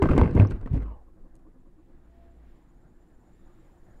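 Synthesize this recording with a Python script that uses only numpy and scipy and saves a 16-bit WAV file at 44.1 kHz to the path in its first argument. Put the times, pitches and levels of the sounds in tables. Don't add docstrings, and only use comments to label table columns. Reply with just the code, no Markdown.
import sys
import numpy as np
from scipy import signal
from scipy.fft import rfft, irfft, next_fast_len
from scipy.io import wavfile
from scipy.ndimage import uniform_filter1d, map_coordinates

SR = 44100
rng = np.random.default_rng(int(sys.argv[2]) if len(sys.argv) > 2 else 0)


def store_pcm(level_fs):
    pcm = np.round(np.clip(level_fs, -1, 1) * 32767).astype(np.int16)
    wavfile.write(sys.argv[1], SR, np.atleast_2d(pcm).T)


N = 176400


def amp(db):
    return 10 ** (np.asarray(db) / 20)


def unit(x):
    return x / np.sqrt(np.mean(x ** 2) + 1e-20)


def clock(seconds=N / SR):
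    return np.arange(round(seconds * SR)) / SR


def curves(rows):
    times, *columns = np.transpose(rows)
    return [np.interp(clock(), times, column) for column in columns]


def wobble(rate):
    return map_coordinates(rng.standard_normal(N // 8), [clock() * rate], mode="wrap")


def colour(x, tone):
    pitches, db = np.transpose(tone)
    hz = np.fft.rfftfreq(N, 1 / SR)
    gain = amp(np.interp(np.log(hz + 1), np.log(pitches), db))
    return unit(irfft(rfft(x) * gain, N))


def noise(tone):
    return colour(rng.standard_normal(N), tone)


def fuzzy_note(hz, width):
    phase = 2 * np.pi * np.cumsum(hz * np.ones(N)) / SR
    return unit(wobble(width) * np.sin(phase) + wobble(width) * np.cos(phase))


def grains(per_s, spread_db):
    clicks = (rng.random(N) < per_s / SR) * rng.choice([-1, 1], N)
    return unit(clicks * amp(spread_db * rng.standard_normal(N)))


def patchy(x, depth_db):
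    spectrum = signal.stft(x, nperseg=512)[2]
    patches = uniform_filter1d(rng.standard_normal(spectrum.shape), size=4, axis=0)
    patches = unit(uniform_filter1d(patches, size=8, axis=1))
    return unit(signal.istft(spectrum * amp(depth_db * patches), nperseg=512)[1][:N])


def fade(t, fade_s):
    return amp(-60 * t / fade_s)


def ring(t, hz, fade_s):
    return fade(t, fade_s) * np.sin(2 * np.pi * hz * t)


def burst(x, shape):
    return unit(x * shape) * np.sqrt(np.mean(shape ** 2))


def add(track, s, sound):
    part = track[max(round(s * SR), 0):][:len(sound)]
    part += sound[:len(part)]


def brake_howl(hz=397.5, db=-25.5, hold_s=0.024, release_s=0.019):
    t = clock()
    return amp(db) * np.sin(2 * np.pi * hz * t) * np.exp(-np.maximum(t - hold_s, 0) / release_s)


# (pitch [Hz], level [dB])
TYRE_TONE = [(40, 5.5), (120, 4), (250, 0), (420, -6.5), (520, -4), (750, -3.5), (1100, -10.5),
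             (1800, -13.5), (2600, -34), (4000, -33), (8000, -51)]
SWISH_TONE = [(1200, -17.5), (1800, 3.5), (2500, -2), (3700, -7), (4600, -13), (7000, -19.5)]
RUMBLE_TONE = [(8, 3.5), (25, 14.5), (40, -3.5), (55, 1.5), (80, -6.5), (200, -59.5)]
# (time [s], level [dB])
TYRE_LEVEL = [(0, -47), (1.1, -69), (1.4, -66), (1.72, -72.5), (2.0, -66), (2.35, -63.5), (2.8, -66.5),
              (3.2, -65.5), (3.6, -63), (4, -61.5)]
SWISH_LEVEL = [(1, -98), (1.8, -88), (2.5, -79), (2.9, -88), (3.2, -86), (3.5, -79.5), (4, -84)]
RUMBLE_LEVEL = [(0, -39), (1.05, -49.5), (1.5, -53), (2.3, -55), (3.1, -54), (3.6, -51.5), (4, -49)]
def traffic():
    tyres = patchy(noise(TYRE_TONE), depth_db=2.2) * amp(curves(TYRE_LEVEL)[0] + wobble(15))
    swish = noise(SWISH_TONE) * amp(curves(SWISH_LEVEL)[0] + 1.7 * wobble(8.4))
    rumble = noise(RUMBLE_TONE) * amp(curves(RUMBLE_LEVEL)[0])
    return tyres + swish + rumble


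# (pitch [Hz], width [Hz], level [dB])
DRONE_NOTES = [(121, 4.7, -79), (179, 3.8, -76), (251, 30, -71.5), (303, 37, -72), (348.4, 37, -69.5),
               (486, 36, -82.5)]
def drone():
    return sum(amp(db) * fuzzy_note(hz, width) for hz, width, db in DRONE_NOTES)


# (time [s], level [dB])
SCRAPE_LEVEL = [(.018, -75), (.026, -22.5), (.08, -25.5), (.12, -22.5), (.16, -24), (.22, -19.5),
                (.27, -28), (.335, -32), (.38, -21), (.43, -27.5), (.49, -36.5), (.55, -34), (.595, -49.5),
                (.67, -47.5), (.705, -42), (.75, -33.5), (.83, -41.5), (.875, -44.5), (.9, -48.5),
                (1.0, -64.5)]
# (pitch [Hz], level [dB])
GRIT_TONE = [(25, 4.5), (60, 8.5), (130, 13), (200, 10), (300, 6), (430, 2), (620, -12), (1100, -15.5),
             (1750, -24), (2600, -25.5), (3500, -41.5), (6000, -58), (9000, -60), (12000, -83),
             (16000, -96)]
CRUNCH_TONE = [(2000, -21), (3400, 3.5), (4400, 3.5), (6000, -6), (8800, -6), (11500, -16.5),
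               (13000, -48.5)]
def scrape():
    drag = colour(grains(per_s=1600, spread_db=0.5) + 0.27 * rng.standard_normal(N), GRIT_TONE)
    crunch = amp(-43) * colour(grains(per_s=3300, spread_db=5), CRUNCH_TONE)
    judder_db = 2 * wobble(70)
    return patchy(drag + crunch, depth_db=2) * amp(curves(SCRAPE_LEVEL)[0] - judder_db)


# (time [s], body [dB], clack [dB], crack [dB], pitch of the struck spot [Hz])
HARD_HITS = [(0.0205, -12.5, -13, -39.5, 1033), (.027, -16.5, -27, -46.5, 980),
             (0.0364, -16, -20.5, -50.5, 1246), (0.055, -15.5, -20.5, -49, 1074),
             (.088, -21, -24.5, -46, 1200), (.095, -15.5, -24.5, -48.5, 1290),
             (0.109, -43, -27.5, -48.5, 2490), (0.113, -17, -26, -44.5, 1400),
             (0.133, -17, -23.5, -56, 1226), (0.138, -32.5, -28, -65, 1050), (.164, -22, -26.5, -64, 1030),
             (0.176, -20.5, -21.5, -39, 920), (.179, -13, -19, -38, 970), (0.184, -27, -23, -44, 1957),
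             (.193, -14.5, -22, -49, 885), (0.2137, -14, -18, -41.5, 894), (0.233, -18, -27, -62, 2110),
             (0.257, -24.5, -28, -72, 1310), (0.276, -29, -32, -59, 2080), (.309, -29, -35.5, -51.5, 1120),
             (.351, -18.5, -34, -51.5, 687), (.364, -22.5, -25, -56, 926), (0.373, -18.5, -27, -55, 2120),
             (.382, -24.5, -43.5, -58, 920), (0.397, -11, -21.5, -41, 2425), (.408, -12, -27, -55, 1126),
             (0.418, -21.5, -30.5, -50.5, 1510), (0.427, -18, -28.5, -56, 701), (.449, -22, -30, -54, 1080),
             (.505, -36, -56.5, -51.5, 1496), (0.509, -37, -34.5, -45, 1470),
             (0.518, -41, -36.5, -52, 1420), (.611, -38.5, -48.5, -59, 1470), (.629, -38, -47, -68, 1000),
             (0.6594, -28, -40, -55, 1845), (0.673, -39, -37, -60, 1260), (.732, -46, -45, -60, 1990),
             (.744, -31.5, -40.5, -60, 820), (.754, -34, -41, -55, 1030), (0.764, -31, -42, -63, 1010),
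             (0.775, -46, -44.5, -63, 2010), (.803, -50, -47, -66, 2040), (0.82, -41, -48, -65, 2090),
             (.829, -41, -41, -62, 1570), (.878, -55, -48, -77, 1050)]
# (pitch [Hz], level [dB])
BODY_TONE = [(80, -1), (150, 9.5), (210, 5.5), (300, 8), (450, 1), (700, -8), (1200, -32.5), (3000, -66)]
CLACK_TONE = [(300, -17.5), (700, 6), (1000, 7.5), (1300, -1.5), (1750, -1), (2050, -4.5), (2600, -7),
              (3100, -10.5), (3700, -48), (8000, -62.5)]
CRACK_TONE = [(1500, -18.5), (3200, 6.5), (4500, 1), (6500, -7.5), (8800, -6), (11000, -24), (12500, -27.5),
              (14000, -50)]
# (pitch [Hz], relative level [dB], fade time [s])
CASE_NOTES = [(255.3, -1.5, 0.22), (503.7, -8, 0.16), (615, -5, 0.056), (863, -14.5, 0.074),
              (1039, -9.5, 0.028), (1103, -6, 0.075), (1500, -17, 0.055), (1544, -10.5, 0.099),
              (2042, -13, 0.0557)]
def knocks(rise_s=0.0016, boost_db=11.5, boost_octaves=0.15, detune=0.016, ring_db=-9.5):
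    out, t = np.zeros(N), clock(.2)
    rise = 1 - np.exp(-t / rise_s)
    noises = [noise(BODY_TONE), noise(CLACK_TONE), noise(CRACK_TONE)]
    for s, body_db, clack_db, crack_db, spot_hz in HARD_HITS:
        start = rng.integers(N - len(t))
        body, clack, crack = [x[start:start + len(t)] for x in noises]
        octaves = np.log2((np.fft.rfftfreq(len(t), 1 / SR) + 1) / spot_hz)
        boost = amp(boost_db * np.exp(-(octaves / boost_octaves) ** 2))
        clack = irfft(rfft(clack) * boost, len(t))
        for x, db, fade_s in (body, body_db, 0.055), (clack, clack_db, 0.021), (crack, crack_db, 0.02):
            add(out, s, amp(db) * burst(x, rise * fade(t, fade_s)))
        ringing = ring(t, spot_hz, fade_s=0.037)
        for hz, db, fade_s in CASE_NOTES:
            strength = rng.choice([-1, 1]) * amp(db + rng.normal(0, 2))
            ringing += strength * ring(t, hz * (1 + detune * rng.standard_normal()), fade_s)
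        add(out, s, amp(clack_db + ring_db) * rise * ringing)
    return out


# (time [s], peak level [dB], contact time [s])
HEAVY_HITS = [(0.027, -15, 0.0021), (.066, -27, 0.0019), (0.105, -15.5, 0.0068), (0.122, -13, 0.0017),
              (.18, -9, 0.00053), (.197, -11.5, 0.0042), (0.216, -12, 0.0025), (0.2277, -8, 0.0024),
              (0.258, -25, 0.0018), (0.27, -19.5, 0.0027), (0.305, -25.5, 0.0032), (0.328, -28.5, 0.0023),
              (.352, -13.5, 0.00079), (.3565, -14.5, 0.00096), (0.366, -12.5, 0.0025), (.378, -13, 0.0021),
              (0.397, -21.5, 0.0027), (0.407, -20.5, 0.00088), (0.428, -13.5, 0.0024), (.511, -27.5, 0.003),
              (0.544, -22, 0.004), (0.645, -27.5, 0.0057), (0.718, -16.5, 0.002), (.733, -23, 0.0015),
              (0.7397, -13.5, 0.0015), (.756, -18, 0.004), (.776, -17.5, 0.0017)]
def thuds(half_s=.03):
    out = np.zeros(N)
    for s, db, contact_s in HEAVY_HITS:
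        u = (clock(2 * half_s) - half_s) / (2 * contact_s)
        push = amp(db) * (1 - 2 * u * u) * np.exp(-u * u)
        before_zero = max(round((half_s - s) * SR), 0)
        add(out, s - half_s, push[before_zero:])
    return out


# (time [s], shove [dB], ping pitch [Hz], ping [dB], ping fade time [s])
HARDEST_HITS = [(.0272, -11, 2100, -25.5, .008), (.088, -25, 1200, -22.5, .03),
                (.1792, -9.5, 4400, -32.5, .005), (.1845, -25, 2050, -24.5, .016),
                (.1966, -20, 900, -23, .012), (.2145, -3, 900, -16.5, .012),
                (.3985, -22.5, 2450, -12, 0.0078), (.408, -13.5, 1900, -24, .006),
                (.4175, -16, 1550, -26.5, .01), (.428, -17.5, 700, -23.5, .01),
                (.4495, -19, 1100, -32, .012)]
def blows(shove_s=0.00083, shove_rise_s=.00022, ping_rise_s=0.00067):
    out, t = np.zeros(N), clock(.06)
    shove_rise = 1 - np.exp(-(t / shove_rise_s) ** 2)
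    shove = shove_rise * (1 - t / shove_s) * np.exp(-t / shove_s)
    ping_rise = 1 - np.exp(-(t / ping_rise_s) ** 2)
    for s, shove_db, hz, ping_db, fade_s in HARDEST_HITS:
        add(out, s, amp(shove_db) * shove + amp(ping_db) * ping_rise * ring(t, hz, fade_s))
    return out


# (time [s], level [dB], fade time [s])
CLICKS = [(0.0278, -33, 0.0024), (0.1796, -30.5, 0.0014), (0.3513, -44.5, 0.0035), (.367, -51.5, .004),
          (.409, -45, 0.0014), (.504, -48, .003), (.51, -48, 0.0047), (0.7323, -49.5, .0016),
          (.7393, -49.5, 0.0018), (0.7456, -53, .002), (0.7674, -48, 0.0012), (0.7763, -56, .0014),
          (.823, -64.5, .012), (.831, -62, 0.0088), (.882, -63.5, .002), (1.354, -57.5, 0.014),
          (1.364, -67, .022), (1.392, -77, .04)]
# (pitch [Hz], level [dB])
CLICK_TONE = [(800, -3), (2000, -5), (4000, -10), (6000, -8.5), (9000, -7.5), (12000, -16), (13500, -33.5)]
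def clicks():
    out, t = np.zeros(N), clock(.1)
    for s, db, fade_s in CLICKS:
        add(out, s, amp(db) * burst(rng.standard_normal(len(t)), fade(t, fade_s)))
    return colour(out, CLICK_TONE) * np.std(out)


# (time [s], pitch [Hz], peak level [dB], length [s])
SWINGS = [(0.034, 317, -16.5, .05), (.396, 101.8, -8.5, 0.096), (0.496, 99.4, -32, 0.22),
          (0.743, 270.6, -34, .09), (0.787, 53.1, -25, 0.19)]
def shudders():
    out = np.zeros(N)
    for s, hz, db, length in SWINGS:
        t = clock(length)
        add(out, s, amp(db) * (1 - t / length) * np.sin(2 * np.pi * hz * t))
    return out


def squeak(start_s=.469, length_s=0.0072, from_hz=5060, to_hz=6200, db=-55):
    out, n = np.zeros(N), len(clock(length_s))
    hz = np.linspace(from_hz, to_hz, n) * (1 + .035 * wobble(920)[:n])
    add(out, start_s, amp(db) * signal.windows.tukey(n, .5) * np.sin(2 * np.pi * np.cumsum(hz) / SR))
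    return out


# (time [s], pitch [Hz], level [dB])
SLIDE = [(.8, 1120, -63), (.87, 1028, -58), (.92, 930, -53.5), (.97, 827, -59.5), (1.02, 757, -64),
         (1.05, 735, -72)]
# (multiple of the pitch [x], width [Hz], relative level [dB])
SLIDE_NOTES = [(.7, 298.3, -6), (1, 110, -3.5), (1.2, 299.7, -7)]
# (time [s], level [dB])
RASP_LEVEL = [(.8, -84), (.87, -90), (.945, -81), (.975, -105)]
def last_slide():
    hz, db = curves(SLIDE)
    sliding = (clock() > SLIDE[0][0]) & (clock() < SLIDE[-1][0])
    rub = amp(db) * sum(amp(level) * fuzzy_note(k * hz, width) for k, width, level in SLIDE_NOTES)
    rasp = amp(curves(RASP_LEVEL)[0]) * fuzzy_note(hz=2900, width=270)
    catching = amp(wobble(240))
    return sliding * (rub + rasp) * catching


# (time [s], level [dB])
CHIRP_LEVEL = [(1, -101), (2.4, -94), (3.2, -88), (4, -85)]
def chirping(hz=7100, scatter_hz=140, rise_hz_per_s=4500, length_s=0.063, per_s=15.57):
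    bend_hz, swell, t = np.zeros(N), np.zeros(N), clock(length_s)
    for s in np.arange(1, N / SR * per_s) / per_s - length_s / 2:
        pitch, size = rng.standard_normal(2)
        add(bend_hz, s, scatter_hz * pitch + rise_hz_per_s * (t - length_s / 2))
        add(swell, s, amp(0.5 * size) * np.hanning(len(t)))
    chirps = unit(swell * fuzzy_note(hz + bend_hz, width=340))
    ringing = amp(-12) * fuzzy_note(hz=7360, width=260)
    blur = amp(-6) * fuzzy_note(hz, width=700)
    return (chirps + ringing + blur) * amp(curves(CHIRP_LEVEL)[0])


# (time [s], level [dB])
SOFT_TICKS = [(1.085, -56), (1.179, -56.5), (1.26, -54.5), (1.359, -58.5), (1.47, -57.5), (1.56, -59.5),
              (1.672, -58.5), (1.79, -60.5), (1.9, -60.5), (2.22, -70), (2.8, -69), (3.39, -80),
              (3.481, -69), (3.592, -60)]
# (pitch [Hz], width [Hz], relative level [dB])
TICK_NOTES = [(191, 8.6, -7), (259, 20, -9), (317, 15, -2), (542, 17, -11.5)]
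# (pitch [Hz], level [dB])
TICK_TONE = [(150, -8), (500, 9.5), (800, -4), (1100, 7), (1800, -33), (2600, -39), (6000, -41)]
def wheel_ticks(length_s=0.071):
    swell = np.zeros(N)
    for s, db in SOFT_TICKS:
        add(swell, s - length_s / 2, amp(db) * np.hanning(len(clock(length_s))))
    notes = sum(amp(db) * fuzzy_note(hz, width) for hz, width, db in TICK_NOTES)
    return swell * (notes + amp(-11) * noise(TICK_TONE))


# (time [s], firing rate [Hz], level [dB])
ENGINE_RUN = [(1.8, 42.2, -77), (2.0, 56.6, -59), (2.12, 61.85, -62), (2.24, 61.8, -57.5),
              (2.41, 57.2, -53.5), (2.63, 50.33, -67), (2.9, 35.17, -62), (3.15, 30.1, -77.5)]
# (multiple of the firing rate [x], relative level [dB])
ENGINE_NOTES = [(1, 1.5), (2, -25), (3, -19.5), (4, -28.5), (8, -26.5)]
# (time [s], pitch [Hz], level [dB])
ENGINE_WHINE = [(1.95, 650, -96.5), (2.06, 670, -76.5), (2.2, 681, -70), (2.32, 674, -74), (2.43, 660, -97)]
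def engine():
    hz, db = curves(ENGINE_RUN)
    whine_hz, whine_db = curves(ENGINE_WHINE)
    phase = 2 * np.pi * np.cumsum(hz) / SR
    firing = sum(amp(level) * np.sqrt(2) * np.sin(k * phase) for k, level in ENGINE_NOTES)
    return amp(db) * firing + amp(whine_db) * fuzzy_note(whine_hz, width=6.9)


# (time [s], level [dB])
WHISTLE_LEVEL = [(3.1, -115), (3.4, -88), (3.6, -92.5), (3.85, -105)]
def far_whistle():
    return fuzzy_note(hz=3680, width=490) * amp(curves(WHISTLE_LEVEL)[0])


def scene():
    hits = knocks() + thuds() + blows()
    crash = brake_howl() + scrape() + hits + clicks() + shudders() + squeak() + last_slide()
    faint = traffic() + drone() + chirping() + wheel_ticks() + engine() + far_whistle()
    return (crash + faint)[None]


# (pitch [Hz], level [dB])
HISS_TONE = [(1500, 1.5), (3500, -2), (6000, -3), (8500, -1.5), (12500, -5.5), (14000, -5.5),
             (16000, -14.5)]
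# (time [s], level [dB])
HISS_LEVEL = [(0, -85.5), (2, -87), (3, -85), (4, -81.5)]
def record(dry, ceiling=0.64, top_hz=15750):
    x = dry + noise(HISS_TONE) * amp(curves(HISS_LEVEL)[0])
    x = x / (1 + abs(x / ceiling) ** 6) ** (1 / 6)
    padded = next_fast_len(N + SR)
    kept = np.fft.rfftfreq(padded, 1 / SR) < top_hz
    return irfft(rfft(x, padded) * kept, padded)[:, :N]


dry = scene()
out = record(dry)
store_pcm(out)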